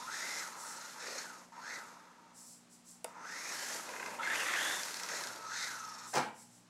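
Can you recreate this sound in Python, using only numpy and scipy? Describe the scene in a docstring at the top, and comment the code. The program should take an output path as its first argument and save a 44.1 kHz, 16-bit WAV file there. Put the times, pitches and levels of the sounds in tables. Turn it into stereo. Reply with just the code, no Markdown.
"""A whining, rattling, rasping toy truck darts about a carpeted living room, passes close by and bumps into something.
Each squeeze of the throttle sets a tooth rate that spins up, holds and coasts; tooth impacts excite the shell.
Filtered noise makes the tyre rumble, carpet brush and scrub; unsteady tooth impacts make the steering servo whirr.
Decaying tones and noise bursts make the gear ticks, the bump and one sharp click close by.
Steady sines hum like mains, a distant motor beats against them, and soft noise is the room air. Mono."""
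import sys
import numpy as np
from scipy import signal
from scipy.fft import rfft, irfft, next_fast_len
from scipy.io import wavfile
from scipy.ndimage import uniform_filter1d, map_coordinates

SR = 44100
rng = np.random.default_rng(int(sys.argv[2]) if len(sys.argv) > 2 else 0)


def waveform_to_disk(signal):
    """Save audio, clipped to [-1, 1], as 16-bit WAV at the path in sys.argv[1]."""
    frames = np.transpose(np.atleast_2d(signal))
    scaled = np.clip(frames, -1, 1) * 32767
    samples = np.round(scaled).astype(np.int16)
    wavfile.write(sys.argv[1], SR, samples)


N = 295026

# All table levels are relative: the mix trims in the functions come on top.

# squeezes of the throttle: start t/s, length t/s, spin-up t/s, coasting before it stops t/s,
# tooth rate after spin-up f/Hz, further climb/(Hz/s), coasting tooth rate f/Hz, slowing/(Hz/s),
# coasting fade/(dB/s), rattle level/dB, rasp level/dB, tyre rumble level/dB, brushed carpet level/dB,
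# whine re rattle under power level/dB, whine re rattle while coasting level/dB
THROTTLE_SQUEEZES = [ (0.0, 0.057, 0.01, 0.064, 979, 3, 910, 600, 23.5, -49, -59, -84, -61.5, 2, 2),
                     (0.0, 0.4, 0.19, .27, 2000, 300, 1150, 1200, 3, -45, -45.5, -56.5, -54.5, -1, -2),
                     (0.529, 0.2, 0.15, 0.19, 1370, 1202, 1454, 136, 4, -53, -55, -63.5, -62, -14, -5.5),
                     (0.939, 0.22, 0.089, 0.27, 1944, 4499.5, 1600, 1900, 11, -49, -49.5, -58.5, -60.5, -26, 1),
                     (1.522, 0.069, 0.02, 0.05, 972, -2, 945, 574, 33.5, -56, -67, -62, -72.5, -3, -2),
                     (1.559, 0.2, .15, 0.68, 1986, -4.5, 1208, 580, 19.5, -47, -53, -60, -62, 1.5, -7),
                     (3.058, 0.15, 0.025, 0.045, 973.2, 1, 942, 690, 32.5, -55, -73, -62, -97, -5, -10),
                     (3.15, .35, .19, .3, 1955, 4000, 1406, 603, 33, -47, -51.5, -59.5, -58.5, -2.5, -5),
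                     (3.431, 0.28, 0.12, 0.22, 2973, 2000.5, 1016, 393, -10, -51, -50.5, -55, -53, -2.5, -15),
                     (3.857, 0.25, 0.053, 0.04, 1007, 0.5, 952, 630, 51, -54, -61, -56.5, -63.5, 3, -13),
                     (4.187, .146, .008, 0.02, 1308, 4499, 1380, 602, 38.5, -45, -83, -55, -63.5, 5.5, -2),
                     (4.205, 0.043, .02, 0.011, 2046, 2999, 1500, 600, 43.5, -47, -57, -68, -64, -8, -1),
                     (4.295, .125, 0.076, 0.11, 2779, -4, 2206, 600, 39, -42, -58, -56.5, -55.5, 1.5, -12),
                     (4.431, 0.095, 0.076, 0.054, 2288, 0.5, 1907, 594, 43.5, -43, -60, -56.5, -77, -16, -26),
                     (4.521, .21, 0.058, 0.081, 3162, 3001, 3503, 1.05, 70.5, -44, -54.5, -56.5, -54, -3.5, 4),
                     (4.74, 0.28, 0.077, .12, 1500, 1, 1349, 550, 40, -55.5, -57.5, -60.5, -58, -25, -20),
                     (5.021, 0.16, .11, .33, 1955, 5000, 1399, 500, 19, -46.5, -46.5, -54, -55, -12, -0.5),
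                     (5.413, 0.23, 0.2, 0.43, 2034, 2999.5, 1359, 400, 0, -43.5, -42.5, -61, -54.5, -3, 0)]
# the truck's path: t/s, distance from the microphone/m
TRUCK_PATH = [(0, 2.24), (2.3, 1.67), (3.2, 3.13), (3.75, 1.25), (4.05, 1.1), (4.35, 0.86), (4.62, 0.61),
              (4.9, 1.24), (5.4, 1.69), (6.2, 2.26)]
CRAWL_HZ, FULL_HZ = 931, 2108  # slowest tooth rate; the rate beyond which speed adds no level
SETTLE_S, STOP_S = .045, .22  # time constant of the drop on release; 60 dB fade as the wheels stop
RATTLE_DB_PER_OCTAVE, RASP_DB_PER_OCTAVE = 8, 16  # louder with speed
RUMBLE_DB_PER_OCTAVE, BRUSH_DB_PER_OCTAVE = 5.5, 18
TYRE_LAG_S, TYRE_COAST_DB = 0.075, -2.5  # truck lags its motor; less rumble when the tyres no longer pull
SPUR_TEETH, RUB_DB = 61, 9.5  # the wobbling spur gear swings the coasting rasp this much once a turn
LOAD_WHINE_DB = 2  # the whine stands out most halfway through spin-up
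ROOM_RADIUS_M = 1.47  # direct sound and echoes are equally loud here


def drive():
    """Each squeeze spins the motor up, holds it and lets it coast; speed and distance set the levels."""
    step = .002  # seconds per control point
    t = np.arange(0, N / SR, step)
    columns = np.transpose(THROTTLE_SQUEEZES)[:, :, None]
    start, length, spin_up, roll, top, climb, coast, slowing, fade = columns[:9]
    rattle_db, rasp_db, rumble_db, brush_db, whine_db, coast_whine_db = columns[9:]

    ramp = np.pi * np.clip((t - start) / spin_up, 0, 1)
    coasting = np.maximum(t - start - length, 0)
    released = coasting > 0
    load = np.exp(-coasting / SETTLE_S)
    rolling = (t >= start) * amp(-60 * np.maximum(coasting - roll, 0) / STOP_S)

    driven = CRAWL_HZ + (top - CRAWL_HZ) * (1 - np.cos(ramp)) / 2
    driven = driven + climb * np.maximum(t - coasting - start - spin_up, 0)
    speed = np.maximum(coast + (driven - coast) * load - slowing * coasting, CRAWL_HZ)

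    spur_turns = np.cumsum(speed * released, axis=1) * step / SPUR_TEETH
    rub_db = RUB_DB * (np.cos(np.pi * spur_turns) ** 4 - .5) * released
    wet = 1 / (1 + (ROOM_RADIUS_M / np.interp(t, *np.transpose(TRUCK_PATH))) ** 2)
    octaves = np.log2(np.minimum(speed, FULL_HZ) / np.minimum(top, FULL_HZ))

    def power(db, per_octave):
        """Power of each squeeze: echoes alone, raised by the direct sound when near."""
        gain = rolling * amp(db + per_octave * octaves - fade * coasting)
        return gain ** 2 / wet + 1e-20

    def level(db, per_octave):
        """Gain of all squeezes together."""
        return np.sqrt(power(db, per_octave).sum(0))

    def lagged(gain):
        """Gain that follows the motor with the truck's inertia."""
        keep = np.exp(-step / TYRE_LAG_S)
        return signal.lfilter([1 - keep], [1, -keep], gain, zi=[keep * gain[0]])[0]

    def loudest(values):
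        """Average over the squeezes, weighted by rattle power."""
        return np.average(values + 0 * t, axis=0, weights=power(rattle_db, RATTLE_DB_PER_OCTAVE))

    power_whine_db = whine_db + LOAD_WHINE_DB * np.sin(ramp)
    controls = dict(
        mesh_hz=CRAWL_HZ + (rolling * (speed - CRAWL_HZ)).max(0),
        wet=wet,
        rattle=level(rattle_db, RATTLE_DB_PER_OCTAVE),
        rasp=level(rasp_db + rub_db, RASP_DB_PER_OCTAVE),
        rumble=lagged(level(rumble_db + TYRE_COAST_DB * released, RUMBLE_DB_PER_OCTAVE)),
        brush=lagged(level(brush_db, BRUSH_DB_PER_OCTAVE)),
        whine_db=loudest(coast_whine_db + (power_whine_db - coast_whine_db) * load),
        load=loudest(load))
    return {name: np.interp(np.arange(N) / SR, t, values) for name, values in controls.items()}


# gearbox shell resonances at low, high and full speed: f/Hz, width f/Hz, level/dB
SHELL_LOW_MODES = [(913, 115, 4.5), (1298, 160, 6), (1760, 520, -4)]
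SHELL_HIGH_MODES = [(1475, 540, -0.5), (2037, 243, 3.5), (2394, 620, -4)]
SHELL_FULL_MODES = [(1330, 300, -5), (1680, 280, 1.5), (2020, 220, -2.5)]
# tooth rates at which the low, high and full-speed resonances each have the shell to themselves: f/Hz
SHELL_TAKEOVER = [1305, 2160, 2820]
# how well the shell radiates the whine: f/Hz, level/dB
WHINE_RADIATION = [(500, 1), (780, 1), (950, -1), (1130, -7.5), (1330, 3), (1520, 1), (1730, -0.5),
                   (2000, -0.5), (2300, 1), (2800, -1.5), (3400, 1), (4200, 5.5), (5200, 5), (7500, -7)]
# spectrum of the rasping tooth edges: f/Hz, level/dB
RASP_SPECTRUM = [(500, -58), (2000, -46), (3100, -15), (3700, 0.5), (4200, 5.5), (4850, 2.5), (5600, 8),
                 (6700, 3.5), (8000, -3.5), (10000, -19), (12500, -24), (16000, -65)]
HUNT, HUNT_RATE = .012, 70  # a free-running gear train hunts: share of the tooth rate, knots a second
BEAM_DB, OVERTONE_DB = 19, -19  # full-speed whine is beamed, fading from afar; second partial
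HOUSING_DB = -6  # pinion housing ring re shell, heard mainly from near


def gears(truck):
    """Tooth impacts rattle the shell and rasp; their regular part is a rough whine."""
    mesh_hz, wet, load = truck["mesh_hz"], truck["wet"], truck["load"]
    shares = [np.interp(mesh_hz, SHELL_TAKEOVER, row) for row in np.eye(3)]  # each speed wakes its modes
    beamed = wet * np.sqrt(shares[2])

    mesh_hz = mesh_hz * (1 + HUNT * (1 - load) * wobble(HUNT_RATE))
    shake = .013 * wobble(30) + .024 * wobble(350)  # slow load changes and fast backlash
    mesh_hz = mesh_hz * (1 + (1 + 2 * load) / 3 * shake)

    phase = 2 * np.pi * np.cumsum(mesh_hz) / SR
    pinion_teeth, runout = 14, .55
    lopsided = 1 + runout * np.sin(phase / pinion_teeth)  # an off-centre pinion adds sidebands
    chatter = unit(amp(2 * wobble(240)))
    partials = np.sin(phase) + amp(OVERTONE_DB) * np.sin(2 * phase)
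    whine = unit(chatter * lopsided) * np.sqrt(2) * partials
    whine = filtered(whine, lambda hz: amp(along(WHINE_RADIATION, hz)))

    impacts = teeth(mesh_hz, scatter=.6, uneven_db=2.0) * chatter
    mode_sets = [SHELL_LOW_MODES, SHELL_HIGH_MODES, SHELL_FULL_MODES]
    shell = sum(np.sqrt(share) * unit(ringing(impacts, modes)) for share, modes in zip(shares, mode_sets))
    housing_ring = unit(ringing(impacts, [(2740, 320, 2.3), (3465, 350, 3.0)]))
    housing = amp(HOUSING_DB) * (1 - wet) ** 2 * housing_ring

    clear = amp(truck["whine_db"] - BEAM_DB * beamed)
    box = truck["rattle"] * (housing + (shell + clear * room(whine, wet)) / np.sqrt(1 + clear ** 2))

    flutter = amp(.8 * wobble(55) + 1.1 * wobble(150))
    edges = coloured(teeth(mesh_hz, scatter=0.33, uneven_db=3.5) * flutter, RASP_SPECTRUM)
    rasp = room(truck["rasp"] * turning(edges), wet=0.27)
    return amp(-2.5) * box + amp(-1.5) * rasp


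BEAMING_DB = 2.2  # rms swing of the rasp bands


def turning(x):
    """Broad bands swell and sink at random, standing in for beaming as the truck's heading changes."""
    z = signal.stft(x, nperseg=512)[2]
    field = rng.standard_normal(z.shape)
    for size, axis in [(6, 0), (4, 0), (24, 1), (12, 1)]:  # smooth over frequency, then over time
        field = uniform_filter1d(field, size, axis)
    gain = unit(amp(BEAMING_DB * unit(field)))
    return signal.istft(z * gain, nperseg=512)[1][:N]


# spectra of the rumbling treads and the carpet fibres: f/Hz, level/dB
TREAD_SPECTRUM = [(25, -50), (60, -31), (120, -15.5), (220, -9), (310, -3.5), (410, -4.5), (520, -1),
                  (720, -2.5), (950, 1.5), (1150, -4.5), (2000, -7.5), (5000, -41.5)]
FIBRE_SPECTRUM = [(300, -51), (1500, 12.5), (3500, 4.5), (7000, 11.5), (9000, 5.5), (12000, 3), (13500, -7),
                  (15800, -19)]
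# tyres scrub sideways in tight turns: start t/s, length t/s, level/dB
TYRE_SCRUBS = [(1.0, 0.19, -52.5), (3.87, 0.39, -54.5), (5.08, 0.07, -51)]
# resonances of the scrubbing tyres and chassis: f/Hz, width f/Hz, level/dB
CHASSIS_MODES = [(520, 150, 12), (1010, 400, -6), (2470, 320, 3)]
SCRUB_ATTACK_S, SCRUB_RELEASE_S = 0.041, 0.23


def tyres(truck):
    """Treads drum on the floor, brush the carpet pile and growl in the turns, all from uneven noise."""
    rumble = coloured(rng.standard_normal(N) * amp(1.3 * wobble(70)), TREAD_SPECTRUM)
    pile = coloured(rng.standard_normal(N) * amp(0.87 * wobble(150)), FIBRE_SPECTRUM)
    growl = unit(ringing(rng.standard_normal(N) * amp(4.5 * wobble(120)), CHASSIS_MODES))
    scrub = swells(TYRE_SCRUBS, SCRUB_ATTACK_S, SCRUB_RELEASE_S) * growl
    return amp(3.0) * truck["rumble"] * rumble + amp(5.5) * truck["brush"] * pile + scrub


# gear teeth catch and tick: t/s, middle level/dB, treble level/dB
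TOOTH_TICKS = [(1.524, -63, -96), (3.89, -36.5, -39), (3.914, -42, -52), (3.937, -37, -54),
               (4.108, -47, -55), (4.1515, -38, -58), (3.963, -34, -47), (3.998, -31.8, -49),
               (4.028, -32.5, -50), (4.0608, -30, -37), (4.2731, -31, -38), (4.301, -32, -50),
               (4.334, -34, -49), (4.357, -27, -34), (4.403, -28, -33), (4.538, -29, -33),
               (4.5623, -33, -51), (4.833, -39, -32), (4.858, -39, -33), (4.883, -37, -34),
               (4.908, -41, -36), (4.942, -40, -32), (4.969, -40, -32), (4.998, -36, -32.5),
               (5.034, -38, -32.5), (5.062, -41, -36), (5.088, -35, -31), (5.2371, -39, -33),
               (5.271, -41, -33), (5.36, -57, -38)]
# the shell ringing under a tick: f/Hz, level/dB, 60 dB decay t/s
TICK_MODES = [(1630, -3.5, 0.018), (2050, -3.5, 0.017), (2497, -6.5, .014)]


def ticks():
    """A catching tooth snaps and briefly rings the shell."""
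    t = np.arange(SR // 4) / SR
    low, high = np.zeros((2, N))
    for s, middle_db, treble_db in TOOTH_TICKS:
        detune = 1 + .03 * rng.standard_normal(len(TICK_MODES))
        ring = sum(amp(db - 60 * t / t60) * np.sin(2 * np.pi * hz * k * t)
                   for (hz, db, t60), k in zip(TICK_MODES, detune))
        add(low, s, amp(middle_db + 3) * ring * (1 - np.exp(-t / .0004)))
        add(high, s, amp(treble_db) * burst(t60=0.021))
    return room(low + amp(5.0) * ringing(high, [(5000, 2200, 0)]), wet=0.25)


# body and wheels hit an obstacle: t/s, thud level/dB, clack level/dB
BUMP_BLOWS = [(6.131, -37.5, -65), (6.138, -36, -36.5), (6.146, -33, -42), (6.154, -29, -31.5),
              (6.166, -27, -36), (6.179, -28.5, -35), (6.203, -43, -57), (6.224, -40, -60)]
# spectrum of the thuds: f/Hz, level/dB
THUD_SPECTRUM = [(30, -54), (80, -26), (125, -10), (200, -2.5), (260, -6.5), (340, -6.5), (480, -4.5),
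                 (650, -1), (850, 3.5), (1100, -3), (1600, -4), (2100, -9), (3000, -17), (5700, -20.5),
                 (15700, -45)]
# hard plastic in the bump: f/Hz, width f/Hz, level/dB
CLACK_MODES = [(5670, 2100, 0.5), (9000, 2200, -6)]
# the hollow ring of the bump: f/Hz, level/dB, 60 dB decay t/s
HOLLOW_MODES = [(208, -8, 0.88), (358, 10, 0.28), (505, -1, 0.37), (664, 7, 0.087), (737, 6, 0.29),
                (798, 3, 0.2), (836, -3, 0.73), (910, -4, 0.52), (1110, 0.5, 0.25), (1270, 0, 0.31)]
BUMP_GIVE_S = .004


def bump():
    """Bumper, body and wheels strike in quick turn, thud and clack; a hollow ring and the room answer."""
    blows, clacks, boom = np.zeros((3, N))
    give = 1 - np.exp(-np.arange(SR // 4) / SR / BUMP_GIVE_S)  # soft plastic yields before it pushes back
    for s, db, clack_db in BUMP_BLOWS:
        add(blows, s, amp(db) * burst(t60=0.055) * give)
        add(clacks, s, amp(clack_db) * burst(t60=0.042))

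    t = np.arange(SR // 2) / SR
    ring = sum(amp(db - 60 * t / t60) * np.sin(2 * np.pi * (hz * t + rng.random()))
               for hz, db, t60 in HOLLOW_MODES)
    add(boom, 6.152, amp(-44.5) * ring * (1 - np.exp(-t / .012)))

    thuds = filtered(blows, lambda hz: unit(amp(along(THUD_SPECTRUM, hz))))
    return boom + amp(7.5) * room(thuds + ringing(clacks, CLACK_MODES), wet=0.43)


# the steering servo turns the wheels: start t/s, length t/s, level/dB
STEERING = [(.55, 0.18, -50.5), (2.33, 0.2, -55), (2.69, 0.036, -58), (2.84, 0.075, -56),
            (3.03, 0.059, -65), (6.04, 0.16, -51), (6.34, 0.085, -57.5), (6.49, 0.09, -65)]
# spectrum of the servo whirr: f/Hz, level/dB
SERVO_SPECTRUM = [(1880, -41), (3200, -38), (3350, -39), (4010, -19), (4460, -16.5), (5630, -6), (6100, -7),
                  (7550, -1.5), (11300, -10), (12300, -19), (14100, -20), (15700, -26)]
STEER_ATTACK_S, STEER_RELEASE_S = 0.054, 0.38


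def servo():
    """The tiny steering gears spin too fast and unevenly for a pitch: a thin hissing whirr."""
    impacts = teeth(2400 * (1 + 0.064 * wobble(7.3)), scatter=0.35, uneven_db=3)
    whirr = unit(room(coloured(impacts, SERVO_SPECTRUM), wet=0.96))
    return amp(-0.5) * swells(STEERING, STEER_ATTACK_S, STEER_RELEASE_S) * whirr


# the ring of the close click: f/Hz, level/dB, 60 dB decay t/s
CLICK_MODES = [(512, 4, 0.031), (640, 5.5, 0.03), (897, 1.5, 0.026), (1226, -1, 0.016), (1443, -7, 0.028),
               (1853, -5, 0.017), (2205, -7, 0.023), (2590, -2, 0.015), (3560, 0, 0.011), (4900, -1, 0.012),
               (5780, -12, 0.016), (6550, -5, .016), (7400, -4, 0.018), (8850, 0, .01), (11100, 2, .009)]


def click():
    """A bright plastic snap, then the hollow ring of a small housing."""
    t = np.arange(SR // 4) / SR
    snap, body = np.zeros((2, N))
    crack = np.sin(2 * np.pi * 9600 * t) * amp(-60 * t / 0.0012) * (1 - np.exp(-t / .0001))
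    fizz = amp(-34) * burst(t60=.013)
    add(snap, 3.0444, amp(-12) * crack + fizz)

    ring = sum(amp(db - 60 * t / t60) * np.sin(2 * np.pi * hz * t) for hz, db, t60 in CLICK_MODES)
    add(body, 3.0448, amp(-31.0) * ring * (1 - np.exp(-t / 0.0036)))
    snap = filtered(snap, lambda hz: hz / (hz + 300) / (1 + (hz / 13000) ** 8))  # trim both ends
    return room(snap + body, wet=0.084)


# mains hum partials: f/Hz, rms level/dB
MAINS_HUM = [(120, -86), (180, -73), (240, -70.5), (300, -79.5)]
# a distant appliance motor spins up and beats against the hum: t/s, f/Hz, rms level/dB
APPLIANCE_MOTOR = [(5.15, 95, -100), (5.3, 109, -69), (5.42, 116, -76.5), (5.8, 117.3, -74),
                   (6.69, 117.3, -75)]
# spectrum of the still room air: f/Hz, level/dB
AIR_SPECTRUM = [(25, -16), (50, -25), (80, -18), (130, -5), (200, 0), (280, -3.5), (400, -8), (900, -5.5),
                (1500, -11.5), (3000, -15), (7000, -15), (12000, -30), (15700, -39)]


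def background():
    """Still room air as noise, mains hum as wavering sines and a distant motor as one gliding sine."""
    t = np.arange(N) / SR
    hum = sum(amp(db + 1.3 * wobble(5.5)) * np.sqrt(2) * np.sin(2 * np.pi * (hz * t + rng.random()))
              for hz, db in MAINS_HUM)
    motor_hz, motor_db = curves(APPLIANCE_MOTOR)
    motor = amp(motor_db) * np.sqrt(2) * np.sin(2 * np.pi * np.cumsum(motor_hz) / SR)
    air = amp(-66.5) * coloured(rng.standard_normal(N), AIR_SPECTRUM)
    return hum + motor + air


# how long the walls echo: f/Hz, 60 dB decay t/s
WALL_DECAY = [(150, 0.39), (900, 0.38), (3000, 0.42), (8000, 0.12), (15000, 0.15)]


def room(x, wet):
    """Direct sound plus a share wet (of power) of diffuse wall echoes."""
    hz, t, z = signal.stft(rng.standard_normal(SR // 2), SR, nperseg=256)
    decay = amp(-60 * t / along(WALL_DECAY, hz)[:, None])
    tail = signal.istft(z * decay, SR, nperseg=256)[1]
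    echoes = signal.fftconvolve(x, tail / np.linalg.norm(tail))[:N]
    wet = np.clip(wet, 0, 1)
    return np.sqrt(1 - wet) * x + np.sqrt(wet) * echoes


def teeth(mesh_hz, scatter, uneven_db):
    """One impact per gear tooth, scattered in time (share of a tooth) and in strength, at rms 1."""
    turns = np.cumsum(mesh_hz) / SR  # teeth passed so far
    count = np.arange(int(turns[-1]))
    chance = rng.standard_normal((len(count), 2))
    at = np.interp(count + scatter * chance[:, 0], turns, np.arange(N)).astype(int)
    hits = np.bincount(at, amp(uneven_db * np.clip(chance[:, 1], -2, 2)), N)
    return unit(hits / np.sqrt(mesh_hz))  # equal power at every rate


def swells(rows, attack, release):
    """Gain of events (start, length, dB): each rises, holds, then falls 60 dB in release seconds."""
    t = np.arange(N) / SR
    return sum(np.clip((t - s) / attack, 0, 1) * amp(db - 60 * np.maximum(t - s - length, 0) / release)
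               for s, length, db in rows)


def burst(t60):
    """A quarter second of noise that falls 60 dB in t60 seconds."""
    t = np.arange(SR // 4) / SR
    return rng.standard_normal(len(t)) * amp(-60 * t / t60)


def ringing(x, modes):
    """x through resonances (Hz, width, dB), each applied twice for steep skirts."""
    def response(f):
        total = 0
        for k, (centre, width, db) in enumerate(modes):
            once = 1j * f * width * 1.6 / (centre * centre - f * f + 1.5j * f * width)
            total = total + amp(db) * once ** 2 * 1j ** k  # neighbours a quarter turn apart
        return total
    return filtered(x, response)


def coloured(x, spectrum):
    """x shaped by a spectrum, at rms 1."""
    return unit(filtered(x, lambda hz: amp(along(spectrum, hz))))


def filtered(x, response):
    """x times a response of frequency."""
    m = next_fast_len(len(x) + SR // 4)
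    return irfft(rfft(x, m) * response(np.fft.rfftfreq(m, 1 / SR)), m)[:len(x)]


def wobble(rate):
    """A smooth random curve, rate knots a second."""
    knots = rng.standard_normal(int(N * rate / SR) + 4)
    return map_coordinates(knots, [np.arange(N) * rate / SR])


def curves(rows):
    """One value per sample for each column after the time."""
    s, *cols = np.transpose(rows)
    return [np.interp(np.arange(N) / SR, s, c) for c in cols]


def along(points, hz):
    """(Hz, value) points read on a log axis."""
    f, v = np.transpose(points)
    return np.interp(np.log(hz + 1), np.log(f + 1), v)


def add(track, s, sound):
    """Mix a sound into the track at s seconds."""
    part = track[round(s * SR):][:len(sound)]
    part += sound[:len(part)]


def amp(db):
    """Decibels to gain."""
    return 10 ** (np.asarray(db) / 20)


def unit(x):
    """Scale to rms 1."""
    return x / np.sqrt(np.mean(x ** 2) + 1e-20)


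def scene():
    """Everything reaches one microphone, heard alike in both channels."""
    truck = drive()
    mono = gears(truck) + tyres(truck) + ticks() + servo() + click() + bump() + background()
    return np.array([mono, mono])


TOP_HZ = 15800


def record(dry):
    """A sharp band limit leaves nothing from TOP_HZ up."""
    return np.array([filtered(channel, lambda hz: hz < TOP_HZ) for channel in dry])


dry = scene()
out = record(dry)
waveform_to_disk(out)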